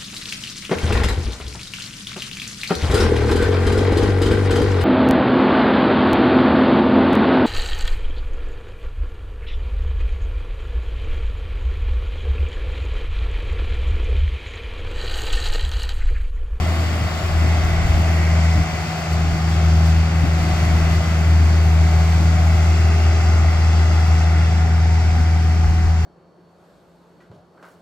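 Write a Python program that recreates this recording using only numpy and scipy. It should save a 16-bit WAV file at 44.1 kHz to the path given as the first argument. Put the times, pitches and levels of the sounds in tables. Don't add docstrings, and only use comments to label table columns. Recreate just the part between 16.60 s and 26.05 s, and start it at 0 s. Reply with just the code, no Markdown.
import sys
import numpy as np
from scipy import signal
from scipy.fft import rfft, irfft, next_fast_len
from scipy.io import wavfile
from scipy.ndimage import uniform_filter1d

SR = 44100
rng = np.random.default_rng(int(sys.argv[2]) if len(sys.argv) > 2 else 0)


def gain_from_db(level_db):
    decades = np.asarray(level_db, float) / 20
    return 10 ** decades


def wav_record(signal):
    frames = np.transpose(np.atleast_2d(signal))
    bounded = np.clip(frames, -1, 1)
    quanta = np.round(bounded * 32767).astype(np.int16)
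    wavfile.write(sys.argv[1], SR, quanta)


N = 416744
TIME = np.arange(N) / SR
SIZE = next_fast_len(N)
HZ = np.maximum(np.arange(SIZE // 2 + 1) * SR / SIZE, 1)
VALVE_EDGE_S = 0.42


def curves(table):
    s, *columns = np.transpose(table)
    return [np.interp(TIME, s, c) for c in columns]


def on_hz(table, hz):
    f, v = np.transpose(table)
    return np.interp(np.log(hz), np.log(f), v, left=v[0], right=v[-1])


def swells(events, edge_s):
    total = 0
    for s, hold, db in events:
        corners = [s - edge_s, s, s + hold, s + hold + edge_s]
        total = total + db * np.interp(TIME, corners, [0, 1, 1, 0])
    return total


def walk(rate):
    steps = np.repeat(rng.standard_normal(int(N / SR * rate) + 3), 8)
    smooth = uniform_filter1d(uniform_filter1d(steps, size=8), size=8)
    return 1.3 * np.interp(TIME * rate * 8, np.arange(len(smooth)), smooth)


def tone(turns, multiple, rough_db, rate):
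    phase = 2 * np.pi * (multiple * turns + rng.random())
    return np.sqrt(2) * gain_from_db(rough_db * walk(rate)) * np.sin(phase)


# f/Hz, level/dB
LEFT_OVER_RIGHT = [(60, 1.3), (330, 0.5), (600, 6.5), (760, 2.1), (950, -1.5), (1300, 5.5), (1750, -0.5),
                   (2150, -2), (3900, 8), (4600, -1.5), (5400, 0.5), (6300, 8.5), (8700, 17.5),
                   (12000, 6.5)]
# f/Hz, phase/rad
LEFT_LEAD = [(60, .16), (160, 0.05), (250, 0.52), (500, .4), (720, -0.5), (1050, 0.97), (1400, -0.25),
             (1800, 0.8), (2700, 1.67), (3400, 3.5), (4000, 4.5), (5000, 8), (5700, 8), (9000, 9),
             (15000, 15.5)]


def at_ports(left, other=0, alike=1):
    right = alike * left * np.exp(-1j * on_hz(LEFT_LEAD, HZ)) + np.sqrt(1 - alike ** 2) * other
    return np.array([left, right * gain_from_db(-on_hz(LEFT_OVER_RIGHT, HZ))])


# f/Hz, share/0-1
ALIKENESS = [(40, 0.77), (110, 0.86), (300, 1), (520, 0.61), (750, 0.9), (1100, 0.28), (1500, .45),
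             (2000, 0.64), (2700, 0.78), (3200, 0.36), (5200, 0.45), (7000, 0.41), (15000, .15)]


def ports():
    a, b = rfft(rng.standard_normal((2, SIZE)))
    return at_ports(a, b, np.clip(on_hz(ALIKENESS, HZ), 0, 1))


def coloured(spectra, table, lo_hz, hi_hz):
    gain = gain_from_db(on_hz(table, HZ)) * (HZ > table[0][0]) * (HZ < table[-1][0])
    inside = (HZ > lo_hz) & (HZ < hi_hz)
    return irfft(spectra * gain, SIZE)[:, :N] / np.sqrt(np.sum(gain[inside] ** 2) / len(HZ))


def band(hz, width_hz):
    ring = irfft(ports() / (1 + ((HZ - hz) / width_hz) ** 4), SIZE)[:, :N]
    return ring / np.std(ring[0])


# t/s, turned away/0-1, ground echo delay/ms
CAB_TURN = [
    (0, 0.05, 0.72),
    (2, 0.3, .73),
    (3.3, 0.5, 0.73),
    (4, 0.15, 0.74),
    (5, 0.4, 0.72),
    (6, 0.4, 0.7),
    (7, 0.68, 0.727),
    (8.3, 1, 0.72),
    (8.6, 0.82, 0.71),
    (9.45, 1, 0.92),
]


def cab():
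    return curves(CAB_TURN)


# t/s, length/s, change/dB
LEVER_EASES = [
    (.5, 0.21, -8),
    (2.05, 0.427, -17),
    (2.78, 0.028, -7.5),
    (3.48, 0.065, -3),
    (3.78, .04, -1.5),
    (5.44, 0.027, -1),
    (6.93, 0.072, -2),
]


def eases():
    return swells(LEVER_EASES, edge_s=0.04)


# t/s, firing rate/Hz
FIRING_RATE = [(0, 81.2), (.7, 80.7), (1.4, 81), (2.1, 80.9), (3, 80.7), (3.5, 81.2), (4, 80.75),
               (4.45, 81.2), (4.9, 80.4), (5.4, 81), (6.3, 80.75), (7.8, 80.95), (9.45, 80.9)]


def crank():
    return np.cumsum(curves(FIRING_RATE)[0]) / SR


# t/s, level/dB
BOOM_LOAD = [(0, -19), (.45, -19.5), (.84, -14.5), (1.15, -19.5), (1.35, -16.5), (1.6, -15.5), (2.0, -14.5),
             (2.55, -18.5), (2.9, -17.5), (3.08, -13), (3.63, -15), (3.85, -18.5), (4.1, -14.5), (4.6, -17),
             (4.72, -12), (5.5, -13.5), (7.4, -13), (9.45, -14.5)]
# t/s, length/s, change/dB
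MISFIRES = [(.605, .01, -10), (.64, 0.014, 5), (.7, .01, -3), (1.28, .015, -5), (1.38, 0.0088, 1.5),
            (2.11, 0.038, 7.5), (2.29, 0.037, 7.5), (3.96, .02, -5), (4.44, 0.011, -12), (8.07, .01, -2),
            (9.07, .02, -3), (9.25, .01, -1)]
# t/s, octave level/dB, lean/rad
PULSE_SHAPE = [(0, -38.5, 3.6), (.75, -32.5, 3.4), (1.15, -29, 3.1), (1.95, -26, 4.8), (2.3, -28, 4.7),
               (3.2, -22.5, 5.3), (4.0, -27, 4.6), (4.4, -25.5, 4.2), (4.82, -29.5, 4.4), (5.3, -24.5, 4.3),
               (5.95, -27, 3.2), (6.5, -34.5, 3.1), (7.25, -31, 5.5), (8.1, -28, 2.3), (8.45, -31, 2.3),
               (9.45, -29.5, 2.5)]
# multiple of firing rate, level under the boom/dB
WEAK_ORDERS = [(.5, -34), (.75, -26), (1.25, -22), (1.5, -30), (1.75, -30), (2.25, -29), (2.5, -31),
               (3, -31), (4, -36.5)]


def exhaust(turns):
    ease_db = eases()
    boom_db = curves(BOOM_LOAD)[0] + ease_db + swells(MISFIRES, edge_s=0.026)
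    octave_db, lean = curves(PULSE_SHAPE)
    strength = gain_from_db((.75 - .17 * ease_db) * walk(36))
    swing = 2 * np.pi * turns + .035 * walk(50)
    boom = gain_from_db(boom_db) * strength * np.cos(swing)
    octave_db = octave_db + .15 * ease_db + 1.2 + .6 * walk(35)
    octave = gain_from_db(octave_db) * np.cos(2 * swing + lean)
    weak = sum(gain_from_db(db) * tone(turns, k, rough_db=2.5, rate=6.) for k, db in WEAK_ORDERS)
    return gain_from_db(0.43) * np.sqrt(2) * (boom + octave) + gain_from_db(0.43 * boom_db - 8.5) * weak


# multiple of pump rate, level facing/dB, level turned away/dB
GEAR_LINES = [(1, -40.5, -51.5), (2, -43.5, -45), (3, -45, -60)]
# multiple of pump rate, level facing/dB, level turned away/dB
PISTON_LINES = [(1, -54, -47.5), (2, -51.5, -57.5), (2.6, -52, -57.5), (3, -53, -49), (5, -49, -51)]
# t/s, length/s, change/dB
GEAR_VALVES = [
    [(2.1, .1, -7), (3.06, 0.08, 5), (6.2, 0.92, 4.5), (8.3, .5, -7)],
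    [(2.1, .4, 5), (3.06, 0.13, 7.5), (3.9, 0.088, 5.5), (5.3, 0.28, 6), (6.8, .1, 4), (7.75, 1.48, 7)],
]
# t/s, length/s, change/dB
PISTON_VALVES = [
    [(1.2, 0.56, 1), (2.5, .1, -2), (5.0, 0.43, 6.5), (6.3, .1, 12), (7.75, 0.083, 2)],
    [(1.2, .5, 6.1), (2.55, 0.82, 9.5), (5.4, .1, 4), (7.0, .8, 4)],
    [(2.2, .1, 3), (5.5, .2, 3.2), (6.7, .9, 7.3)],
    [(0, 0.18, 4), (1.65, 0.15, 4), (2.7, .1, 3.5), (6.5, 0.57, 6.4), (7.8, 0.071, 2.7), (8.7, .1, 3.1)],
    [(1.0, .9, 3.2), (4.0, .4, 5), (5.3, .5, 3.4)],
]


def pumps(turns):
    away = cab()[0]
    odd_db, even_db = (swells(table, VALVE_EDGE_S) for table in GEAR_VALVES)
    lines = []
    for k, facing_db, away_db in GEAR_LINES:
        valve_db = odd_db if k % 2 else even_db
        lines.append((4.535 * k, facing_db + away * (away_db - facing_db) + valve_db))
    for (k, facing_db, away_db), table in zip(PISTON_LINES, PISTON_VALVES):
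        valve_db = swells(table, VALVE_EDGE_S)
        lines.append((5 * k, facing_db + away * (away_db - facing_db) + valve_db))
    return sum(gain_from_db(db + 1.5 + walk(2)) * tone(turns, k, rough_db=.9, rate=14.) for k, db in lines)


# t/s, length/s, rise/dB
SOIL_SPURTS = [(.29, .05, 0), (.76, .02, 0), (1.3, 0.11, 1.5), (2.03, .01, 0), (2.53, .01, 4),
               (2.9, .04, 2), (3.26, .04, 5), (3.81, .02, 1), (3.97, 0.1, 2), (4.32, .03, 3),
               (4.66, .02, 0), (4.82, .01, -2), (5.05, 1.4, 1), (7.4, .2, 1.5), (8.6, .02, 1),
               (9.0, .02, 0)]


def soil():
    return swells(SOIL_SPURTS, edge_s=0.038)


# f/Hz, level/dB per Hz
HOOD_FACING = [(330, -9), (500, -7), (640, 3.5), (800, -6), (950, -9), (1150, -3.5), (1500, -6),
               (1700, -9.5), (2050, -9), (2600, -9.5), (3900, -14.5), (6200, -18), (7600, -16.5),
               (8800, -31.5)]
# f/Hz, level/dB per Hz
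HOOD_TURNED = [(330, -6), (560, -10.5), (740, -3), (850, -5.5), (980, -11), (1150, -9.5), (1400, -4.5),
               (1700, -11), (2050, -12.5), (2600, -13.5), (3400, -18), (6200, -17.5), (7700, -22.5),
               (8800, -35.5)]
# t/s, roar level/dB
HOOD_EFFORT = [(0, -32.5), (.3, -32), (1.45, -30.5), (2.65, -32), (2.95, -31), (3.4, -32), (3.95, -31),
               (4.3, -30.5), (4.74, -32), (5.4, -31), (6.0, -31), (7.66, -30), (8.3, -31.5), (9.45, -33.5)]


def hood(turns):
    roar_db = curves(HOOD_EFFORT)[0]
    away = cab()[0]
    soil_db = soil()
    spectra, out = ports(), 0
    flat = gain_from_db(on_hz(HOOD_FACING, HZ) / 2 + on_hz(HOOD_TURNED, HZ) / 2)
    norm = np.sqrt(np.sum(flat[(HZ > 500) & (HZ < 2800)] ** 2) / len(HZ))
    beat = np.cos(2 * np.pi * turns + 1.1)
    beat = beat + .5 * np.cos(4 * np.pi * turns) + .3 * np.cos(np.pi / 2 * turns)
    shared = walk(6.6)
    for hz in 330 * 2 ** np.arange(0, 5, .25):
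        window = np.clip(1 - 4 * np.abs(np.log2(HZ / hz)), 0, 1)
        high = np.clip(np.log2(hz / 2200), 0, 1)
        db = (away - .5) * (on_hz(HOOD_TURNED, hz) - on_hz(HOOD_FACING, hz))
        db = db + high * (-.5 - 0.13 * (roar_db + 31) + 0.37 * soil_db)
        db = db + (.55 - .15 * high) * beat
        db = db + .45 * high * shared + .6 * walk(1.5) + .5 * walk(11)
        out = out + gain_from_db(db) * irfft(spectra * flat * window, SIZE)[:, :N]
    return out / norm * gain_from_db(roar_db + 1.38)


# t/s, length/s, share
BOOM_RETURN = [
    (6.0, 1.8, .2),
]


def echoes(sound):
    lag = cab()[1] / 1000

    def delayed(s):
        return np.array([np.interp(TIME - s, TIME, side) for side in sound])

    ground = 0.072 * delayed(lag)
    frame = 0.046 * delayed(2 * lag)
    boom = swells(BOOM_RETURN, VALVE_EDGE_S) * delayed(.00147)
    return sound - ground + frame + boom


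# f/Hz, level/dB per Hz
DRONE_COLOUR = [(40, -33), (62, -10), (82, 6), (105, 11.5), (135, 4.5), (200, 3), (250, -4.5), (310, -0.5),
                (420, -16.5), (520, -18.5)]
# t/s, length/s, rise/dB
TRACK_JOLTS = [(.84, 0.0092, 5.5), (1.3, 0.11, 2), (1.98, .02, 8.5), (2.68, .01, 0), (3.645, .01, 11),
               (3.75, .85, 2.5), (4.13, .01, 3), (4.7, 0.37, 2.5), (5.6, 0.043, 2), (6.82, .01, 4),
               (8.58, 0.022, 5)]


def drone():
    db = -34 - 3.5 * cab()[0] + .23 * eases() + swells(TRACK_JOLTS, edge_s=0.032)
    return coloured(ports(), DRONE_COLOUR, 183, 356) * gain_from_db(db + 0.51 * walk(14))


# f/Hz, level/dB per Hz
WIND_COLOUR = [(12, -14), (25, -5), (48, -1), (70, -1.5), (120, -22), (250, -37)]
# t/s, length/s, rise over the calm/dB
WIND_GUSTS = [(0, .02, 16), (.7, 0.15, 19), (1.0, .2, 21), (1.3, .12, 25.5), (1.92, .1, 16),
              (2.16, .03, 14), (2.68, 0.084, 18), (3.08, .02, 9), (3.35, .04, 19), (3.62, 0.12, 18),
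              (3.84, .1, 16), (4.13, 0.15, 15), (5.05, .03, 12), (5.8, .04, 8), (6.4, .35, 7),
              (6.82, 0.24, 11), (7.21, .05, 11), (7.63, .03, 11), (8.5, 0.12, 20), (8.97, .01, 10),
              (9.08, 0.022, 28), (9.26, .02, 28), (9.44, .02, 15)]


def breeze():
    db = -48.5 + swells(WIND_GUSTS, edge_s=0.1) + 2.3 * walk(9)
    return coloured(ports(), WIND_COLOUR, 20, 62) * gain_from_db(db)


# f/Hz, level/dB per Hz
GRIT_COLOUR = [(7000, -18), (8300, -2.5), (9800, 1.5), (12000, -.6), (14500, -1.5), (15750, -1)]


def scrape(turns):
    level_db = -54.5 - 9 * cab()[0] + soil()
    flicker_db = .4 * walk(12) + .8 * walk(70)
    ticks_db = .6 * np.cos(2 * np.pi * turns + 1.1)
    return coloured(ports(), GRIT_COLOUR, 9800, 13500) * gain_from_db(level_db + 5.0 + flicker_db + ticks_db)


# t/s, length/s, rise/dB
PUMP_STRAINS = [
    (.9, 1.1, 14),
    (2.5, .3, 4.7),
    (3.95, .4, 7),
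    (5.3, 2.4, 2.5),
]
# t/s, length/s, rise/dB
OIL_FLOWS = [
    (.95, .4, 19),
    (4.0, .4, 8),
    (5.7, 1.0, 8),
]


def panel(turns):
    shake_db = swells(PUMP_STRAINS, VALVE_EDGE_S / 2) + 2.2 * walk(12) + np.cos(2 * np.pi * turns + 1.1)
    hiss_db = swells(OIL_FLOWS, VALVE_EDGE_S / 2) + 1.2 * walk(9)
    sheet = band(hz=2076, width_hz=200) * gain_from_db(-53.5 + shake_db)
    valve = band(hz=3320, width_hz=600) * gain_from_db(-60 + hiss_db)
    return sheet + valve


# t/s, peak level/dB, f/Hz, t60/s
STONES = [
    (4.405, -14.5, 676, 0.033),
    (4.331, -38, 3850, .025),
    (4.337, -38, 5100, .025),
    (1.74, -39, 4630, .02),
]


def knock():
    out = np.zeros(N)
    for s, db, hz, t60 in STONES:
        t = np.maximum(TIME - s, 0)
        attack = 1 - np.exp(-t / 0.00087)
        decay = np.exp(-np.log(1000) * t / t60)
        out -= gain_from_db(db + 2.0) * attack * decay * np.sin(2 * np.pi * hz * t)
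    return out


def scene():
    turns = crank()
    points = exhaust(turns) + pumps(turns) + knock()
    direct = irfft(at_ports(rfft(points, SIZE)), SIZE)[:, :N]
    body = echoes(hood(turns) + panel(turns) + scrape(turns))
    return direct + body + drone() + breeze()


def band_limit(x):
    return signal.sosfilt(signal.butter(12, 15790, fs=SR, output="sos"), x)


def record(dry):
    return band_limit(dry)


dry = scene()
out = record(dry)
wav_record(out)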